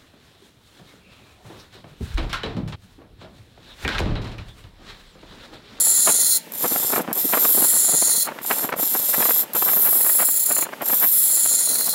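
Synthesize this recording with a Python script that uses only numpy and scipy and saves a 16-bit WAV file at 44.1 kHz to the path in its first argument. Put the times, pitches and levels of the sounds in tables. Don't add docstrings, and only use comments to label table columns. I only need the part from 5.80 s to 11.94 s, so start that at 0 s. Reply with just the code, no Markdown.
import sys
import numpy as np
from scipy import signal
from scipy.fft import rfft, irfft
from scipy.io import wavfile
from scipy.ndimage import uniform_filter1d, minimum_filter1d

SR = 44100
rng = np.random.default_rng(int(sys.argv[2]) if len(sys.argv) > 2 else 0)


def store_pcm(level_fs):
    pcm = np.round(np.clip(level_fs, -1, 1) * 32767).astype(np.int16)
    wavfile.write(sys.argv[1], SR, np.atleast_2d(pcm).T)


N = 270774
TIME = np.arange(N) / SR
TOP_HZ = 15750

# (start [s], end [s], attack [s], release [s], level [dB], moment of the push [s],
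# extra force [dB], easing off over the next second [dB], fall of the ring over that second [Hz],
# top sizzle at the push [dB], top sizzle at the end [dB], chatter by the end [dB])
PASSES = [(-.6, .584, .05, .012, -19.5, -.35, 5.1, 3, 4250, -1.5, -1, 0),
          (0.719, 1.223, .11, .055, -21.5, .85, .2, 4, 0, -4, -5, 1.3),
          (1.33, 2.472, 0.045, .05, -20.2, 1.67, 5, 5, 4754, -1, -.5, 1),
          (2.613, 2.905, 0.083, .065, -25, 2.5, 2, 6, 300, -3.5, -6, 1),
          (2.958, 3.64, 0.05, 0.029, -20.4, 3.43, 2.8, 8, 300, -3, 1.5, 0),
          (3.744, 4.856, .008, .02, -19.1, 3.95, 4.3, 8.5, 3550, 5, 13.5, 3.6),
          (5.016, 6.2, 0.067, .03, -19.8, 5.24, 4.7, 9.5, 4850, 6.5, -3, 0)]
# (time [s], level [dB])
SHAVING_STREAM = [(0, -44), (.36, -43.5), (.6, -50.5), (.79, -45.5), (.89, -37), (1.48, -36), (1.7, -37.5),
                  (2.32, -42.5), (2.8, -36), (3.28, -41.5), (3.5, -38.5), (3.95, -35), (4.43, -40),
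                  (4.55, -58), (4.75, -41), (5.15, -43.5), (5.36, -51), (5.92, -38)]


def undb(db):
    return 10 ** (np.asarray(db) / 20)


def unit(x):
    return x / np.sqrt(np.mean(x ** 2) + 1e-18)


def curve(rows, t=TIME, column=1):
    rows = np.asarray(rows)
    return np.interp(t, rows[:, 0], rows[:, column])


def spectrum_db(points, hz):
    points = np.asarray(points)
    return np.interp(np.log(hz + 1), np.log(points[:, 0]), points[:, 1])


def peaks_db(modes, hz):
    return sum(db * np.exp(-.5 * ((hz - centre) / width) ** 2) for centre, width, db in modes)


def colour(x, points, size=8192):
    cepstrum = irfft(np.log(undb(spectrum_db(points, np.fft.rfftfreq(size, 1 / SR)))))
    response = irfft(np.exp(rfft(2 * cepstrum[:size // 2], size) - cepstrum[0]))
    return signal.oaconvolve(x, response)[:N]


def wander(rate):
    steps = rng.standard_normal(N)
    return unit(np.interp(TIME * rate, np.arange(N), steps))


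def clicks(per_s, spread_db):
    hit = rng.random(N) < per_s / SR
    return unit(hit * rng.choice([-1, 1], N) * undb(spread_db * rng.standard_normal(N)))


def plunge(t, start_hz=12270, sink_power=0.61, touch_sizzle_db=-1.5):
    ring_hz, sizzle_db = np.zeros(len(t)), np.zeros(len(t))
    for start, end, _, _, _, push, _, _, sink_hz, pushed_db, last_db, _ in PASSES:
        now = t >= start - .03
        ring_hz[now] = start_hz - sink_hz * np.clip(t[now] - push, 1e-9, 1) ** sink_power
        sizzle_db[now] = np.interp(t[now], (start, push, end), (touch_sizzle_db, pushed_db, last_db))
    return ring_hz, sizzle_db


def groove_depth(ring_hz, mouth_hz=13080, deep_hz=9280):
    return np.clip((mouth_hz - ring_hz) / (mouth_hz - deep_hz), 0, 1.3)


def edge_force(grain_hz=19.5, chatter_hz=33.07, bite_s=0.0037, let_go_s=0.006, lean_s=0.11):
    # (time [s], level [dB], decay [s])
    snags = [(.72, -27.5, .006), (.736, -23, .004), (1.329, -18, 0.0072), (1.354, -19.5, .0087),
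             (2.41, -21, .012), (2.662, -22, 0.0087), (3.734, -23, 0.0083), (3.751, -17, .011),
             (4.597, -16, .012), (5.057, -19, .014), (5.142, -10, 0.014), (6.092, -16, 0.028)]
    ring_hz, _ = plunge(TIME)
    throb_db = 0.94 * groove_depth(ring_hz) * np.cos(2 * np.pi * grain_hz * (TIME - 2.315))
    bounce = np.cos(2 * np.pi * chatter_hz * (TIME - 4.605))
    touch_db = -14.5 + 3.0 * wander(70)
    force = np.zeros(N)
    for start, end, attack_s, release_s, level_db, push, push_db, ease_db, *_, chatter_db in PASSES:
        contact = np.clip((TIME - start) / bite_s, 0, 1) * np.exp(-np.maximum(TIME - end, 0) / let_go_s)
        lightness = 1 - np.clip(np.minimum((TIME - start) / attack_s, (end - TIME) / release_s), 0, 1)
        lean_db = push_db * np.clip(1 + (TIME - push) / lean_s, 0, 1)
        lean_db -= ease_db * np.clip(TIME - push, 0, 1) ** 2
        progress = np.clip((TIME - start) / (end - start), 0, 1)
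        shake_db = throb_db + chatter_db * progress ** 2 * bounce
        force += contact * undb(level_db + lean_db + lightness * touch_db + shake_db)
    for start, db, decay_s in snags:
        snag = (TIME >= start) * undb(db) * np.exp(-abs(TIME - start) / decay_s)
        force = np.maximum(force, snag)
    return force


def groove_resonance(fibres, waver=0.0058, shimmer_db=1.5, whistle_ratio=0.7605, whistle_width_hz=810):
    # (frequency [Hz], level [dB])
    tearing = [(100, -42), (300, -20), (1400, -23), (2600, -22.5), (3100, -20.5), (4500, -6), (6000, -15.5),
               (8500, -9.5), (10500, -6), (13000, -0.1), (15500, 0)]
    # (centre [Hz], width [Hz], gain at the mouth [dB], deep inside [dB])
    steady_modes = [(900, 20, 11, -6), (1410, 81, 5, 12.5), (1970, 140, 2.5, 12), (3418, 283, 4, 14.5),
                    (3700, 70.0, 2, -1.5), (4098, 175, -0.5, 13.5), (4400, 76, -5, 7), (5295, 120, 12, 4),
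                    (6030, 155, 8.5, 0.6), (6850, 130, 5, 9), (7210.0, 76, 6.5, 7.5), (7438, 188, 9.5, 10),
                    (8200, 90, 2, 6.5), (9286, 400, 2, 9), (9810, 274, 2, 8), (10420, 240, -1.5, 6.5),
                    (11150, 340, 3, 12), (11830, 110, 2, 7.5), (12720, 210, 6.5, 3), (13650, 210, 2, 4),
                    (14700, 150, 6, 2.5)]
    # (multiple of its pitch, width [Hz], gain [dB])
    sinking_modes = [(0.391, 704, -7), (1.059, 610, 7.5), (1.22, 500, -1.5), (1.86, 380, 7.5)]
    # (ring pitch [Hz], top sizzle [dB], whistle gain [dB])
    groove_colour = [(8100, 3.5, 12.5), (8830, -5.5, 14), (9560, -2.5, 13.5), (10500, .5, 7.5),
                     (11800, 4, 3.5), (12350, -3.5, -0.5)]
    hz, t, frames = signal.stft(fibres, SR, nperseg=1024, noverlap=768)
    hz = hz[:, None]
    ring_hz, sizzle_db = plunge(t)
    sizzle_db += curve(groove_colour, ring_hz)
    whistle_db = curve(groove_colour, ring_hz, column=2)
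    depth = groove_depth(ring_hz)
    ring_hz *= 1 + waver * np.interp(t, TIME, wander(22))
    modes = [(centre, width, mouth + depth * (deep - mouth))
             for centre, width, mouth, deep in steady_modes]
    modes += [(ratio * ring_hz, width, db) for ratio, width, db in sinking_modes]
    modes += [(whistle_ratio * ring_hz, whistle_width_hz, whistle_db)]
    top = np.clip((hz - 9000) / 6000, 0, 1)
    shimmer = uniform_filter1d(rng.standard_normal(frames.shape), size=4, axis=0)
    shimmer = unit(uniform_filter1d(shimmer, size=14, axis=1))
    db = spectrum_db(tearing, hz) + peaks_db(modes, hz) + sizzle_db * top + shimmer_db * shimmer
    gain = undb(db) * (hz < TOP_HZ * 1.02)
    gain /= np.sqrt(np.mean(gain ** 2, axis=0))
    return signal.istft(frames * gain, SR, nperseg=1024, noverlap=768)[1][:N]


def gouge_cut(flutter_db=0.8, splinter_db=1.25, crackle_db=-5, split_hz=8500, top_swing=0.27):
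    load = edge_force() * unit(undb(flutter_db * wander(130)))
    fibres = unit(rng.standard_normal(N) + undb(crackle_db) * clicks(5000, spread_db=1))
    splintering = unit(undb(splinter_db * wander(800)))
    hiss = groove_resonance(fibres * splintering)
    top = signal.sosfiltfilt(signal.butter(4, split_hz, "high", fs=SR, output="sos"), hiss)
    jolt = np.clip(load / (uniform_filter1d(load, size=3500) + 1e-6), 0, 1.6)
    return load * (hiss - top + top * jolt ** top_swing)


def small_clumps(per_s=15, typical_s=.006, over_stream_db=6.5, scatter_db=3):
    slots = np.arange(0, TIME[-1], 1 / per_s)
    when, level, length, hardness = rng.uniform(-0.98, 1, (len(slots), 4)).T
    times = np.clip(slots + .5 * when / per_s, 0, TIME[-1])
    level_db = curve(SHAVING_STREAM, times) + over_stream_db + scatter_db * level
    length_s = typical_s * 2 ** (.5 * length)
    hardness_db = np.interp(times, (0, TIME[-1]), (-2.5, 4.5)) + scatter_db * hardness
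    return list(zip(times, level_db, length_s, hardness_db))


def shavings(clump_trim_db=-0.4, stream_trim_db=-2.0, patchy_db=4):
    # (time [s], level [dB], length [s], hardness [dB per octave])
    big_clumps = [(0.071, -31.5, 0.0066, 0), (.277, -17, 0.0093, 5), (.297, -22, .016, 1.5),
                  (0.851, -21.5, .022, -0.5), (0.921, -26.5, .012, -3.5), (.963, -23, 0.0054, -0.5),
                  (1.137, -20, 0.011, 1), (1.163, -20, 0.009, 3), (1.178, -20.5, 0.0083, -1),
                  (1.198, -24, 0.022, -1.5), (1.287, -24, 0.0085, -2.5), (1.319, -28, 0.012, -4.5),
                  (1.452, -25.5, 0.015, -13.5), (1.54, -18, .018, 5), (1.577, -19, 0.011, 2.5),
                  (1.653, -21.5, .014, 2.5), (1.781, -25.5, 0.026, -2.5), (1.824, -22.5, 0.0098, .5),
                  (1.845, -24.5, 0.0094, 0), (2.092, -28.5, .013, -0.5), (2.142, -27.5, .016, -3),
                  (2.224, -23.5, 0.0094, 0.5), (2.478, -29, 0.034, 4.5), (2.523, -30.5, 0.0052, .5),
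                  (2.591, -29, 0.0058, 7.5), (2.714, -17, 0.013, 5), (2.842, -27.5, 0.021, -0.5),
                  (2.894, -23.5, .0075, 5), (2.926, -20, .0066, 6), (2.938, -23, 0.011, 1),
                  (2.996, -25, .008, -0.5), (3.154, -25.5, .018, 2), (3.343, -23.5, 0.015, 7.5),
                  (3.383, -24.5, 0.0079, -3), (3.408, -23.5, .014, 0), (3.426, -21.5, .008, 6.5),
                  (3.458, -23, 0.013, 3.5), (3.492, -22, 0.0099, 2), (3.509, -21, 0.0062, 3.5),
                  (3.76, -26.5, 0.02, 4), (3.826, -21.5, 0.0043, 4.5), (3.889, -25.5, 0.018, 4),
                  (3.936, -24, 0.0039, 4), (4.065, -27, .027, 5), (4.129, -28.5, .011, 2.5),
                  (4.266, -29, .012, 7), (4.297, -27, 0.01, 7), (4.4, -24.5, 0.017, 6.5),
                  (4.427, -27, 0.02, 4.5), (4.49, -27.5, .005, 3), (4.713, -25, 0.015, 3),
                  (4.768, -27, 0.0066, 7), (4.791, -27, .011, 3), (4.827, -27, 0.0067, 5.5),
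                  (4.869, -30, .007, 4), (4.892, -30.5, .005, 1.5), (4.935, -27, 0.0087, 3.5),
                  (5.021, -27, 0.023, 2.5), (5.1, -28, 0.015, 3.5), (5.134, -25.5, 0.012, 1.5),
                  (5.235, -24.5, 0.026, 4), (5.66, -28.5, 0.0067, 4.5)]
    # (frequency [Hz], level [dB])
    thud = [(40, -41), (90, -24.5), (160, -1.5), (260, 3.5), (700, 3.5), (1400, -2.5), (2100, -10),
            (3000, -16), (4200, -26.5), (8000, -35.5)]
    volley = colour(clicks(2400, spread_db=4.0), thud)
    clumps = np.zeros(N)
    for centre, db, length_s, hardness_db in big_clumps + small_clumps():
        span = slice(max(int((centre - .04) * SR), 0), int((centre + .04) * SR))
        burst = volley[span] / (1 + abs(2 * (TIME[span] - centre) / length_s) ** 2.82)
        octaves = np.log2(np.clip(np.fft.rfftfreq(len(burst), 1 / SR), 260, 1800))
        tilt = undb(hardness_db * (octaves - octaves[0]))
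        burst = irfft(rfft(burst) * tilt, len(burst))
        clumps[span] += unit(burst) * undb(db + clump_trim_db) * np.sqrt(length_s * SR / len(burst))
    impacts = clicks(700, spread_db=2.5) * undb(patchy_db * wander(60))
    loose = unit(colour(impacts, thud))
    return clumps + loose * undb(curve(SHAVING_STREAM) + stream_trim_db)


def lathe(level_db=-44, waver_db=0.5):
    # (frequency [Hz], level [dB])
    drive_spectrum = [(25, -18), (70, -25), (150, -0.5), (300, -2), (550, 2), (1100, -16), (1800, -2),
                      (3000, -4), (4200, -10), (7000, -13), (15000, -12.5)]
    # (centre [Hz], width [Hz], gain [dB])
    housing_modes = [(229, 70, 6.5), (607, 26, 7), (895, 24, 19), (1274, 18, 14), (2410, 140, -0.5)]
    drive = colour(rng.standard_normal(N), drive_spectrum)
    housing = undb(peaks_db(housing_modes, np.fft.rfftfreq(N, 1 / SR)))
    rumble = unit(irfft(rfft(drive) * housing, N))
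    return rumble * undb(level_db + waver_db * wander(29))


def edge_graze(level_db=-56, waver_db=1.4):
    # (frequency [Hz], level [dB])
    graze_spectrum = [(10500, -24), (12000, -13), (12750, 4), (13500, -7), (15500, -20)]
    sizzle = unit(colour(rng.standard_normal(N), graze_spectrum))
    return sizzle * undb(level_db + waver_db * wander(40))


def workshop(direct, t60_s=0.2, wet_db=-16.5):
    # (frequency [Hz], gain [dB])
    reflection = [(100, 1), (1000, -3), (4000, 7.5), (8000, -1), (15000, -11)]
    t = TIME[:SR // 2]
    tail = rng.standard_normal(len(t)) * np.exp(-np.log(1000) * t / t60_s) * (t > .004)
    reverb = signal.fftconvolve(direct, tail / np.sqrt(np.sum(tail ** 2)))[:N]
    return direct + undb(wet_db) * colour(reverb, reflection)


def scene():
    return (workshop(gouge_cut() + shavings()) + lathe() + edge_graze())[None]


def record(dry, ceiling_db=-5.5):
    needed_gain = np.minimum(1, undb(ceiling_db) / (abs(dry) + 1e-9))
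    gain = uniform_filter1d(minimum_filter1d(needed_gain, size=130), size=130)
    return signal.sosfilt(signal.ellip(12, .2, 80, TOP_HZ, fs=SR, output="sos"), dry * gain)


dry = scene()
out = record(dry)
store_pcm(out)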